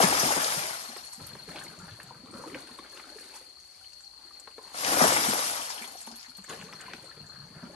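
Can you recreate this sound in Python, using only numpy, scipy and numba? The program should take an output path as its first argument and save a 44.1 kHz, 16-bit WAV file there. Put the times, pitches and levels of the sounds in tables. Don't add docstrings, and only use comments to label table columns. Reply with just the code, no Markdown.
import sys
import numpy as np
from scipy import signal
from scipy.fft import rfft, irfft, next_fast_len
from scipy.io import wavfile
from scipy.ndimage import uniform_filter1d
from numba import njit

SR = 44100
rng = np.random.default_rng(int(sys.argv[2]) if len(sys.argv) > 2 else 0)


def put_to_file(sound):
    columns = np.atleast_2d(sound).T
    safe = np.clip(columns, -1, 1)
    whole_steps = np.round(safe * 32767)
    wavfile.write(sys.argv[1], SR, whole_steps.astype(np.int16))


N = 341769
TIME = np.arange(N) / SR
SIZE = next_fast_len(N + SR)
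FREQ = np.arange(SIZE // 2 + 1) * SR / SIZE + 1e-3
TOP_HZ = 12600

# bulk_lands_s, level_db, falling_on_s, thinning_rate (1 = usual)
THROWN_WATER = [(0.013, -1, 0.56, 0.79), (5.025, -1, 0.47, 1.04)]
# start_s, level_db, trapped_air_pitch_hz
WATER_SLAPS = [(0.002, -9, 720), (0.03, -14.5, 840), (0.036, -15.5, 325), (0.124, -17.5, 820),
               (0.231, -19, 647), (0.258, -23.5, 253), (0.305, -21, 860), (0.363, -24, 840),
               (0.375, -23, 1020), (0.44, -15, 6500), (0.564, -29.5, 172), (0.63, -24, 1920),
               (4.744, -33.5, 1270), (4.786, -37, 1170), (4.823, -47, 926), (4.841, -35, 910),
               (4.846, -15, 5960), (4.865, -31, 1110), (4.893, -31, 483), (4.919, -19, 765),
               (4.969, -19, 690), (5.009, -13, 760), (5.017, -15.5, 233), (5.041, -12.5, 666),
               (5.12, -16.5, 630), (5.164, -17, 820), (5.284, -20, 218), (5.329, -23.5, 890),
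               (5.514, -30, 990), (5.591, -40, 918)]
# frequency_hz, density_db (per Hz)
SPLASH_SPECTRUM = [(30, -10), (60, -25.5), (130, -21), (250, -16.5), (480, -7), (750, -1), (1200, -1.5),
                   (2400, -4), (3700, -6.5), (4400, -7), (5100, -2.5), (6000, -5.5), (8000, -9.5),
                   (10500, 0), (13000, -21)]
# level_db, rise_power, sag_db_per_s while water falls, release_db_per_s,
# bulk_change_db (negative dips as the bulk lands), dregs_change_db
THUD_SHAPE = (-38.5, 2, 37, 29, -25, 7)
CHURN_SHAPE = (-27.5, 1.33, 19, 44.5, 6, 0.5)
SPRAY_SHAPE = (-31, 0.95, 14, 43.5, 3, 1.5)
LEAD_S, DREGS_S, LUMP_S = .28, .26, .03
FRONT_DB, FRONT_S = -12, .035
CLUMP_DB, CLUMP_DECAY_S = -7.5, 0.0017
PATTER_DB, PATTER_DB_PER_S = -35.5, 17.5

# frequency_hz, density_db (per Hz)
WOODS_SPECTRUM = [(25, -23), (55, 13.5), (120, -0.5), (250, -3.5), (600, -4.5), (1200, -3), (2200, -7.5),
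                  (3300, -5), (6000, -5.5), (8000, -7), (10500, 0.5), (12500, -21.5)]
# time_s, rate_hz
ENGINE_RATE = [(1.0, 194), (1.55, 202), (1.9, 194), (2.9, 190.5), (3.3, 192), (3.7, 185), (4.2, 203),
               (4.6, 187), (6.0, 195)]
# multiple (of the firing rate), level_db
ENGINE_HARMONICS = [(2, -84), (3, -84), (4, -75.5), (5, -84.5), (6, -86.5)]
ENGINE_WAVER, ENGINE_FADE_DB = .009, 5.5

# start_s, end_s, chirps_per_s, level_db
CHIRP_PHRASES = [(0.081, 1.68, 11.3, -49), (1.772, 2.4, 9.6, -56.5), (2.359, 3.6, 10.64, -52.5),
                 (3.676, 4.8, 9.5, -58), (3.854, 7.4, 9.9, -52), (5.662, 6.2, 15, -62),
                 (6.735, 7.06, 9.8, -60), (7.218, 7.75, 9.7, -58.5)]
CHIRP_JITTER_S, CHIRP_SCATTER_DB = 0.0027, 1.2

# start_s, wall_level_db, boom_level_db, crack_level_db,
# pitch_ratio (1 = usual), ring_time_ratio (1 = usual, less when hugged or full)
BUCKET_BUMPS = [(0.888, -69, -40, -58, 1, 1), (0.963, -33, -54, -27, 1, 0.75),
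                (1.196, -43, -42, -48, 1.15, 1), (1.351, -36, -57, -54, .8, 0.52),
                (1.559, -37, -56, -24, .9, 0.92), (2.789, -46, -53, -47, 1, 0.6),
                (4.473, -36, -70, -54, 1.05, 0.62), (4.58, -35.5, -69, -49, .95, 0.3),
                (5.81, -36.5, -42, -42, 1, 1), (5.84, -35.5, -47, -39, 1, 0.88),
                (6.073, -37, -38.5, -46, 1, 1), (6.121, -45.5, -39.5, -47, 1, 1),
                (6.384, -46, -39.5, -53, .85, 1), (6.532, -35.5, -51, -52, 1, 1),
                (6.732, -36, -51, -52, 1.05, 1), (6.934, -37, -48, -19, 1, 0.65),
                (7.2, -47, -41.5, -58, .85, 0.76)]
# frequency_hz, level_db, t60_s
AIR_MODES = [(232, -3.5, 0.15), (350, -17.5, 0.18)]
# frequency_hz, level_db, t60_s
WALL_MODES = [(420, -1, 0.06), (530, 1, 0.042), (743, 4, 0.032), (950, 2, 0.046), (1144, -5, 0.051),
              (1366, -1, 0.048), (2300, -6, 0.027)]
WALL_SWELL_CYCLES = 1
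BUMP_RISE_S = .0015

# frequency_hz, density_db (per Hz)
SCOOP_SPECTRUM = [(30, -22), (60, -6.5), (110, -9), (220, 2), (400, -3.5), (700, -6), (1200, -5.5),
                  (2000, -3), (3200, -8), (6000, -4), (8000, -6), (10500, 4.5), (13000, -24.5)]
# start_s, level_db, pitch_hz
HOLE_PLOPS = [(1.198, -43, 1230), (1.557, -43.5, 810), (1.633, -44, 1500), (1.666, -36, 2050),
              (1.775, -48.5, 620), (2.107, -37, 950), (2.338, -45, 552), (2.438, -34.5, 950),
              (2.462, -35.5, 304), (2.472, -41, 488), (2.516, -43, 395), (2.53, -39, 279),
              (2.552, -34.5, 503), (2.556, -40, 268), (2.707, -53, 420), (2.787, -36, 1040),
              (2.788, -39, 3510), (2.972, -40, 2660), (2.995, -42, 1220), (3.157, -42.5, 417),
              (3.208, -51, 460), (3.41, -49.5, 490), (3.57, -55, 1150), (3.812, -54, 1410),
              (3.843, -47, 2880), (4.25, -56, 330), (4.308, -47, 1145), (4.582, -47.5, 415),
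              (4.589, -41.5, 960), (5.95, -39.5, 704), (6.071, -41, 866), (6.138, -48, 1490),
              (6.282, -53, 245), (6.315, -48, 1360), (6.644, -47, 422), (6.688, -43, 1090),
              (6.807, -43, 1610), (6.881, -39, 970), (7.078, -50, 1020), (7.114, -43.5, 1670),
              (7.171, -49, 3170), (7.174, -47.5, 445), (7.629, -43, 620), (7.697, -44, 580)]
# start_s, level_db, pitch_hz
GRIT_TICKS = [(0.8375, -33, 7300), (0.969, -30.5, 8900), (1.267, -30, 10800), (1.6372, -31.5, 8700),
              (2.0306, -36.5, 9000), (2.897, -43, 6600), (3.933, -40, 5670), (4.398, -33.5, 7540),
              (5.877, -29.5, 8250), (6.3704, -35, 9300), (6.4414, -34.5, 7440), (6.494, -32.5, 6960),
              (6.735, -40, 5600), (6.8099, -36, 8300)]
# start_s, level_db, pitch_hz
MUD_SPLATS = [(1.561, -35, 2490), (1.583, -33.5, 2900), (1.607, -49, 980), (1.612, -34, 1600),
              (1.878, -44.5, 795), (1.989, -44.5, 577), (2.0, -35, 1650), (2.338, -42.5, 3250),
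              (2.544, -28.5, 2120), (2.973, -35.5, 2670), (2.997, -35.5, 2000), (3.184, -40, 1680),
              (3.339, -40, 2390), (3.362, -45, 990), (6.442, -40, 1600), (6.492, -50, 1030),
              (6.503, -35, 3280), (6.598, -37, 2650), (6.612, -32, 3120), (6.622, -36, 1620),
              (6.647, -47, 2400), (6.725, -35.5, 1970), (6.882, -46, 2585)]
# start_s, level_db, pitch_hz
BUCKET_GLUGS = [(1.178, -47, 205), (1.215, -47, 101), (1.478, -40.5, 420), (1.487, -40.5, 171),
                (1.55, -41, 317), (1.659, -43.5, 317), (1.7, -49, 182), (1.828, -43, 171),
                (1.912, -43, 106.4), (2.236, -43, 243), (2.347, -40, 226), (2.708, -46.5, 232),
                (2.792, -41.5, 322.5), (6.504, -54, 264), (6.633, -46, 183), (6.938, -43.5, 310),
                (7.227, -51, 115), (7.433, -45, 156), (7.562, -45.5, 154), (7.632, -37, 234)]
# time_s, pitch_hz
AIR_PITCH = [(1.15, 220), (1.26, 134), (1.5, 223), (1.92, 122.6), (2.25, 210), (2.5, 330), (3.3, 392),
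             (6.1, 236), (6.55, 200), (7.22, 143), (7.55, 183), (7.66, 226)]
# start_s, length_s, level_db, rim_depth (0 in the air, 1 under water)
WATER_SURGES = [(1.177, 0.084, -47.5, 0.66), (1.28, 0.12, -47.5, 0.59), (1.466, 0.17, -44, 0.54),
                (1.68, 0.16, -47, 0.71), (1.83, 0.19, -57, 0.44), (2.0, 0.35, -51, 0.68),
                (2.219, 0.28, -51, 0.91), (2.33, 0.1, -57.5, 0.32), (2.44, 0.17, -45, 0.54),
                (2.66, 0.18, -49, 0.57), (2.89, 0.21, -49, 0.49), (3.148, 0.14, -49.5, 0.43),
                (3.325, 0.023, -50, 0.37), (3.55, 0.45, -72, 0.19), (4.15, 0.45, -60, 0.46),
                (4.599, 0.13, -54.5, 0.41), (6.474, 0.021, -38, 0.56), (6.595, 0.029, -48, 0.82),
                (6.71, 0.086, -49, 0.55), (6.82, 0.24, -49, 0.58), (7.149, 0.19, -54.5, 0.85),
                (7.31, 0.26, -52.5, 0.74), (7.539, 0.11, -49.5, 0.83), (7.62, 0.18, -47.5, 0.71)]
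SURGE_ATTACK_S, SURGE_SETTLE_S = .028, 0.095
# level_db at half depth, depth_gain_db from air to under water
GULP, SLOSH, SPATTER, TRICKLE = (-16.5, 32.7), (-8, -2.9), (-11.5, -28), (-10.5, -52.5)
WAVELETS, WAVELET_DB, WAVELET_DECAY_S = 38, 0, .014
DRIP_DB = -70
# start_s, length_s, level_db, first_pitch_hz,
# last_pitch_hz, spread_octaves
RIM_GUSHES = [(1.5, 0.14, -56.5, 585, 1110, 0.19), (2.318, 0.17, -55.5, 1250, 1190, 0.088),
              (2.318, 0.2, -55.5, 523, 450, 0.19), (4.098, 0.19, -71.5, 1170, 1020, 0.14),
              (4.588, 0.18, -61, 854, 1140, 0.34), (6.771, .17, -55, 1530, 2240, 0.3),
              (7.278, .16, -62, 1316, 1480, 0.17), (7.526, 0.16, -61, 1502, 1260, 0.15)]

PLACES = {"ground": (.29, 3), "hole": (-.025, -1.5), "undergrowth": (-.05, 3)}
# frequency_hz, left_minus_right_db
STEREO_BALANCE = [(100, 2), (330, 1), (640, 5), (1150, 4), (2100, 2.2), (4200, 7), (6800, 7), (9300, 0)]
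# frequency_hz, left_lead_rad
TREBLE_TWIST = [(8700, 0), (9750, -3.1), (10400, -3.2), (11800, -6.28)]


def amp(db):
    return 10 ** (np.asarray(db) / 20)


def unit(x):
    return x / np.sqrt(np.mean(x ** 2))


def shape(x, response):
    return irfft(rfft(x, SIZE) * response, SIZE)[..., :N]


def colour(points):
    hz, db = np.transpose(points)
    return amp(np.interp(np.log(FREQ), np.log(hz), db))


def band(x, lo_hz, hi_hz, order=2):
    edges = [lo_hz, min(hi_hz, SR / 2 - 100)]
    return signal.sosfilt(signal.butter(order, edges, "band", fs=SR, output="sos"), x)


def walk(count):
    step = SR // count
    held = np.repeat(rng.standard_normal(N // step + 1), step)
    return unit(uniform_filter1d(held, step)[:N])


def add(track, s, sound):
    i = max(int(s * SR), 0)
    track[i:i + len(sound)] += sound[:N - i]


@njit
def ring(length, start, hz, cycles, size, glide):
    out = np.zeros(length)
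    for k in range(len(start)):
        life, first = int(cycles[k] * SR / hz[k]) + 2, int(start[k] * SR)
        turn = 2 * np.pi * hz[k] / SR
        z = size[k] + 0j
        step = np.exp(1j * turn - np.log(1000) / life)
        rise = np.exp(1j * turn * glide / life)
        for i in range(first, min(first + life, length)):
            z *= step
            step *= rise
            out[i] += z.imag
    return out


def bubbles(spectrum, lo_hz, hi_hz, cycles, spread_db, glide, count):
    when, pitch, life, luck = rng.random((count * N // SR, 4)).T
    hz = lo_hz * (hi_hz / lo_hz) ** pitch
    size = hz * amp(-spread_db * np.log(luck + 0.014)) * rng.choice([-1, 1], len(hz))
    cloud = ring(N, when * N / SR, hz, cycles * 3 ** (2 * life - 1), size, float(glide))
    return unit(shape(band(cloud, lo_hz, hi_hz, order=3), colour(spectrum)))


def bursts(table, cycles, glide, rise_s, lasting_s, octaves, shards_db, count):
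    out, t = np.zeros(N), TIME[:SR // 4]
    for s, db, hz in table:
        late = np.r_[0, rng.exponential(1, count)]
        pitch = np.minimum(hz * 2 ** np.r_[0, octaves * rng.standard_normal(count)], TOP_HZ)
        size = np.r_[1, amp(shards_db) * rng.standard_normal(count)] * np.exp(-late / 2)
        life = cycles * np.r_[1, rng.uniform(.2, .8, count)]
        burst = ring(len(t), late * lasting_s, pitch, life, size, float(glide))
        burst = burst * (1 - np.exp(-t / rise_s))
        add(out, s, amp(db) * burst / np.abs(burst).max())
    return out


def clumps(size_db, decay_s, count):
    late, size = rng.random((count * N // SR, 2)).T
    when = (np.arange(len(late)) + late) / len(late)
    power = np.bincount((when * N).astype(int), size ** 2, N)
    power = signal.lfilter([1], [1, -np.exp(-1 / (decay_s * SR))], power)
    return unit(np.sqrt(1 + amp(size_db) ** 2 * power / power.mean()))


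def place(x, spot, scatter_db, t60_s, count=5):
    lead_ms, left_db = PLACES[spot]
    direct_left = amp(left_db / 2) * np.ones(len(FREQ))
    direct_right = amp(-left_db / 2) * np.exp(-2j * np.pi * FREQ * lead_ms / 1000)
    direct = np.array([direct_left, direct_right])
    t, apart = TIME[:SR // 2], FREQ / np.hypot(FREQ, 500)
    point = np.repeat(rng.integers(0, count, N // 300 + 1), 300)[:N]
    scatter = 0
    for k in range(count):
        share = np.sin(np.pi / 2 * uniform_filter1d(1. * (point == k), size=280))
        tail = rng.standard_normal((2, len(t))) * amp(-60 * t / t60_s) * (t > .002)
        tail = tail / np.sqrt(np.sum(tail ** 2) / 2)
        scatter = scatter + rfft(x * share, SIZE) * rfft(tail, SIZE)
    mid, side = scatter
    scatter = (mid + np.array([[1], [-1]]) * apart * side) / np.sqrt(1 + apart ** 2)
    scatter = amp(scatter_db) * scatter * (1 + FREQ / 6000)
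    return irfft(rfft(x, SIZE) * direct + scatter, SIZE)[:, :N]


def splash(level_db, rise, sag_db_per_s, release_db_per_s, bulk_change_db, dregs_change_db):
    total = 0
    for s, db, falling_s, thinning in THROWN_WATER:
        age = TIME - s
        flow = np.maximum(np.sin(np.pi / 2 * np.clip(1 + age / LEAD_S, 0, 1)), amp(FRONT_DB))
        swell = flow ** rise * np.clip(.5 + (age + LEAD_S) / FRONT_S, 0, 1)
        sag_db = thinning * sag_db_per_s * np.clip(age, 0, falling_s)
        release_db = release_db_per_s * np.maximum(age - falling_s, 0)
        bulk_db = bulk_change_db * np.exp(-(age / LUMP_S) ** 2)
        dregs_db = dregs_change_db * np.exp(-((age - DREGS_S) / LUMP_S) ** 2)
        total = total + swell * amp(db + level_db + bulk_db + dregs_db - sag_db - release_db)
    return total


def patter():
    total = 0
    for s, db, *_ in THROWN_WATER:
        age = TIME - s
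        total = total + (age > 0) * amp(db + PATTER_DB - PATTER_DB_PER_S * age)
    return total


def throws():
    thud = bubbles(SPLASH_SPECTRUM, 55, 340, cycles=9, spread_db=1.9, glide=.15, count=1400)
    churn = bubbles(SPLASH_SPECTRUM, 261.0, 2335, cycles=11.5, spread_db=3.5, glide=0.25, count=2400)
    spray = bubbles(SPLASH_SPECTRUM, 2330, 14300, cycles=2.0, spread_db=3.5, glide=0.31, count=8000)
    lone = bubbles(SPLASH_SPECTRUM, 600, 13000, cycles=9, spread_db=5, glide=.2, count=520)
    slaps = bursts(WATER_SLAPS, cycles=13, glide=.2, rise_s=.0012, lasting_s=.008, octaves=.8,
                   shards_db=-10, count=24)
    landing = clumps(CLUMP_DB, CLUMP_DECAY_S, count=90)
    mass = (thud * splash(*THUD_SHAPE) + churn * splash(*CHURN_SHAPE)) * landing
    mass = mass + band(slaps, 190, 8700)
    drops = spray * splash(*SPRAY_SHAPE) * landing + lone * patter()
    near = place(mass, "ground", scatter_db=-6.5, t60_s=0.29, count=8)
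    return near + place(drops, "ground", scatter_db=-1.5, t60_s=0.14, count=12)


def woods():
    mid, side = rng.standard_normal((2, N))
    spectrum = colour(WOODS_SPECTRUM)
    width = shape(side, spectrum * FREQ / np.hypot(FREQ, 500))
    air = shape(mid, spectrum) + np.array([[1], [-1]]) * width
    return amp(-60) * unit(air) * amp(.7 * walk(count=3))


def far_engine():
    hz = np.interp(TIME, *np.transpose(ENGINE_RATE)) * (1 + ENGINE_WAVER * walk(count=14))
    phase = 2 * np.pi * np.cumsum(hz) / SR
    drone = np.zeros(N)
    for multiple, db in ENGINE_HARMONICS:
        fade = amp(ENGINE_FADE_DB * walk(count=9))
        drone += amp(db) * unit(fade * np.sin(round(multiple) * phase))
    return np.array([drone, drone])


def chirps():
    rows = []
    for start_s, end_s, rate, db in CHIRP_PHRASES:
        chance = rng.standard_normal((SR // 1000, 2))
        for s, (late, strong) in zip(np.arange(start_s, end_s, 1 / rate), chance):
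            rows.append((s + CHIRP_JITTER_S * late, db + CHIRP_SCATTER_DB * strong))
    return rows


def insect():
    strokes, t = np.zeros(N), np.arange(-SR // 10, SR // 10) / SR
    for s, db in chirps():
        chirp = 0
        for at in (-.016, .016):
            chirp = chirp + np.exp(-((t - at) / 0.0095) ** 2) * amp(0.29 * rng.standard_normal())
        add(strokes, s + t[0], amp(db) * chirp)
    rasp = unit(band(rng.standard_normal(N), 4167, 4385, order=3))
    rasp = unit(band(np.tanh(1.2 * rasp), 4900, 6300))
    near = place(rasp * strokes, "undergrowth", scatter_db=-7.5, t60_s=.22)
    chorus = unit(band(rng.standard_normal((2, N)), 4222, 4640, order=3))
    return near + amp(-56.5) * chorus * amp(0.67 * walk(count=12))


def rung(modes, t, swell_cycles, detune):
    total = 0
    for hz, db, t60 in modes:
        envelope = amp(db - 60 * t / t60) * (1 - np.exp(-t * hz / swell_cycles))
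        loaded_hz = hz * (1 + detune * rng.standard_normal())
        total = total + envelope * np.sin(2 * np.pi * loaded_hz * t)
    return total


def bucket_knocks():
    out, t = np.zeros(N), TIME[:SR // 3]
    for s, db, boom_db, crack_db, pitch, ringing in BUCKET_BUMPS:
        grit = rng.standard_normal(len(t)) * np.exp(-t / 0.003) * (1 - np.exp(-t / .0007))
        air_modes = [(hz * pitch, mode_db, t60) for hz, mode_db, t60 in AIR_MODES]
        wall_modes = [(hz * pitch, mode_db, t60 * ringing) for hz, mode_db, t60 in WALL_MODES]
        air = rung(air_modes, t, swell_cycles=0.45, detune=0.023)
        wall = rung(wall_modes, t, WALL_SWELL_CYCLES, detune=0.073)
        wall = unit(wall) + amp(-2) * unit(band(grit, 370, 1560))
        wall = wall * (1 - np.exp(-t / BUMP_RISE_S))
        crack = band(grit, 1100, 3400)
        add(out, s, amp(db) * wall / np.abs(wall).max() + amp(boom_db) * air + amp(crack_db) * crack)
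    return out


def gulps(cycles, octaves, count):
    when, detune, luck = rng.random((count * N // SR, 3)).T
    start = when * N / SR
    hz = np.interp(start, *np.transpose(AIR_PITCH)) * 2 ** (octaves * (2 * detune - 1))
    sign = rng.choice([-1., 1.], len(hz))
    return unit(band(ring(N, start, hz, cycles * (.5 + luck), sign, 0.16), 53, 630))


def surge(level_db, depth_db):
    power = 0
    for s, length_s, db, depth in WATER_SURGES:
        age = TIME - s
        settling = np.exp(-np.maximum(age - length_s, 0) / SURGE_SETTLE_S)
        envelope = np.clip(age / SURGE_ATTACK_S, 0, 1) * settling
        power = power + (envelope * amp(db + level_db + depth_db * (depth - .5))) ** 2
    return np.sqrt(power)


def gushes():
    out, count = np.zeros(N), 60
    for s, length_s, db, first_hz, last_hz, octaves in RIM_GUSHES:
        when = rng.random(count)
        detune, size = rng.standard_normal((2, count))
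        hz = (first_hz + (last_hz - first_hz) * when) * 2 ** (octaves * detune)
        size = size * np.sin(np.pi * when) ** .5
        crowd = ring(int((length_s + .05) * SR), when * length_s, hz, np.full(count, 20.), size, .2)
        add(out, s, amp(db) * unit(crowd))
    return out


def scooping():
    gulp = gulps(cycles=11.4, octaves=0.43, count=110)
    slosh = bubbles(SCOOP_SPECTRUM, 261.0, 1730, cycles=26.5, spread_db=2.5, glide=0.534, count=700)
    spatter = bubbles(SCOOP_SPECTRUM, 1650, 4630, cycles=11, spread_db=4, glide=0.31, count=1100)
    trickle = bubbles(SCOOP_SPECTRUM, 3840, 15500, cycles=1.4, spread_db=3.5, glide=0.14, count=1600)
    drips = bubbles(SCOOP_SPECTRUM, 600, 9000, cycles=14, spread_db=3.3, glide=.2, count=70)
    wavelets = uniform_filter1d(clumps(WAVELET_DB, WAVELET_DECAY_S, count=WAVELETS), size=200)
    breaking = (slosh * surge(*SLOSH) + spatter * surge(*SPATTER)) * wavelets
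    water = gulp * surge(*GULP) + breaking + amp(DRIP_DB) * drips + gushes()
    glugs = bursts(BUCKET_GLUGS, cycles=13, glide=.2, rise_s=.006, lasting_s=.008, octaves=.6,
                   shards_db=-14, count=6)
    plops = bursts(HOLE_PLOPS, cycles=26, glide=.2, rise_s=.004, lasting_s=.005, octaves=.6,
                   shards_db=-15, count=10)
    splats = bursts(MUD_SPLATS, cycles=22, glide=.2, rise_s=.004, lasting_s=.005, octaves=.42,
                    shards_db=-6.5, count=10)
    ticks = bursts(GRIT_TICKS, cycles=20, glide=.02, rise_s=.0002, lasting_s=.001, octaves=.24,
                   shards_db=-6, count=12)
    hole = place(water, "hole", scatter_db=-3, t60_s=0.24)
    rim = place(glugs + plops + splats + bucket_knocks(), "hole", scatter_db=-8.5, t60_s=0.2)
    fine = place(trickle * surge(*TRICKLE) + ticks, "hole", scatter_db=-5.0, t60_s=0.05)
    return hole + rim + fine


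def scene():
    return throws() + woods() + far_engine() + insect() + scooping()


def record(dry):
    left, right = dry
    lean = np.sqrt(colour(STEREO_BALANCE))
    shared = np.interp(FREQ, [8000, 9800, 10400, 11200], [0, 1, 1, .92])
    twist = np.exp(-1j * np.interp(FREQ, *np.transpose(TREBLE_TWIST)))
    left_port = shape(left, lean)
    right_port = shape(right, np.sqrt(1 - shared ** 2) / lean) + shape(left, shared * twist / lean)
    ports = np.array([left_port, right_port])
    ports = signal.sosfilt(signal.butter(1, 35, "high", fs=SR, output="sos"), ports)
    return signal.sosfilt(signal.ellip(8, .2, 70, TOP_HZ, fs=SR, output="sos"), ports)


dry = scene()
out = record(dry)
put_to_file(out)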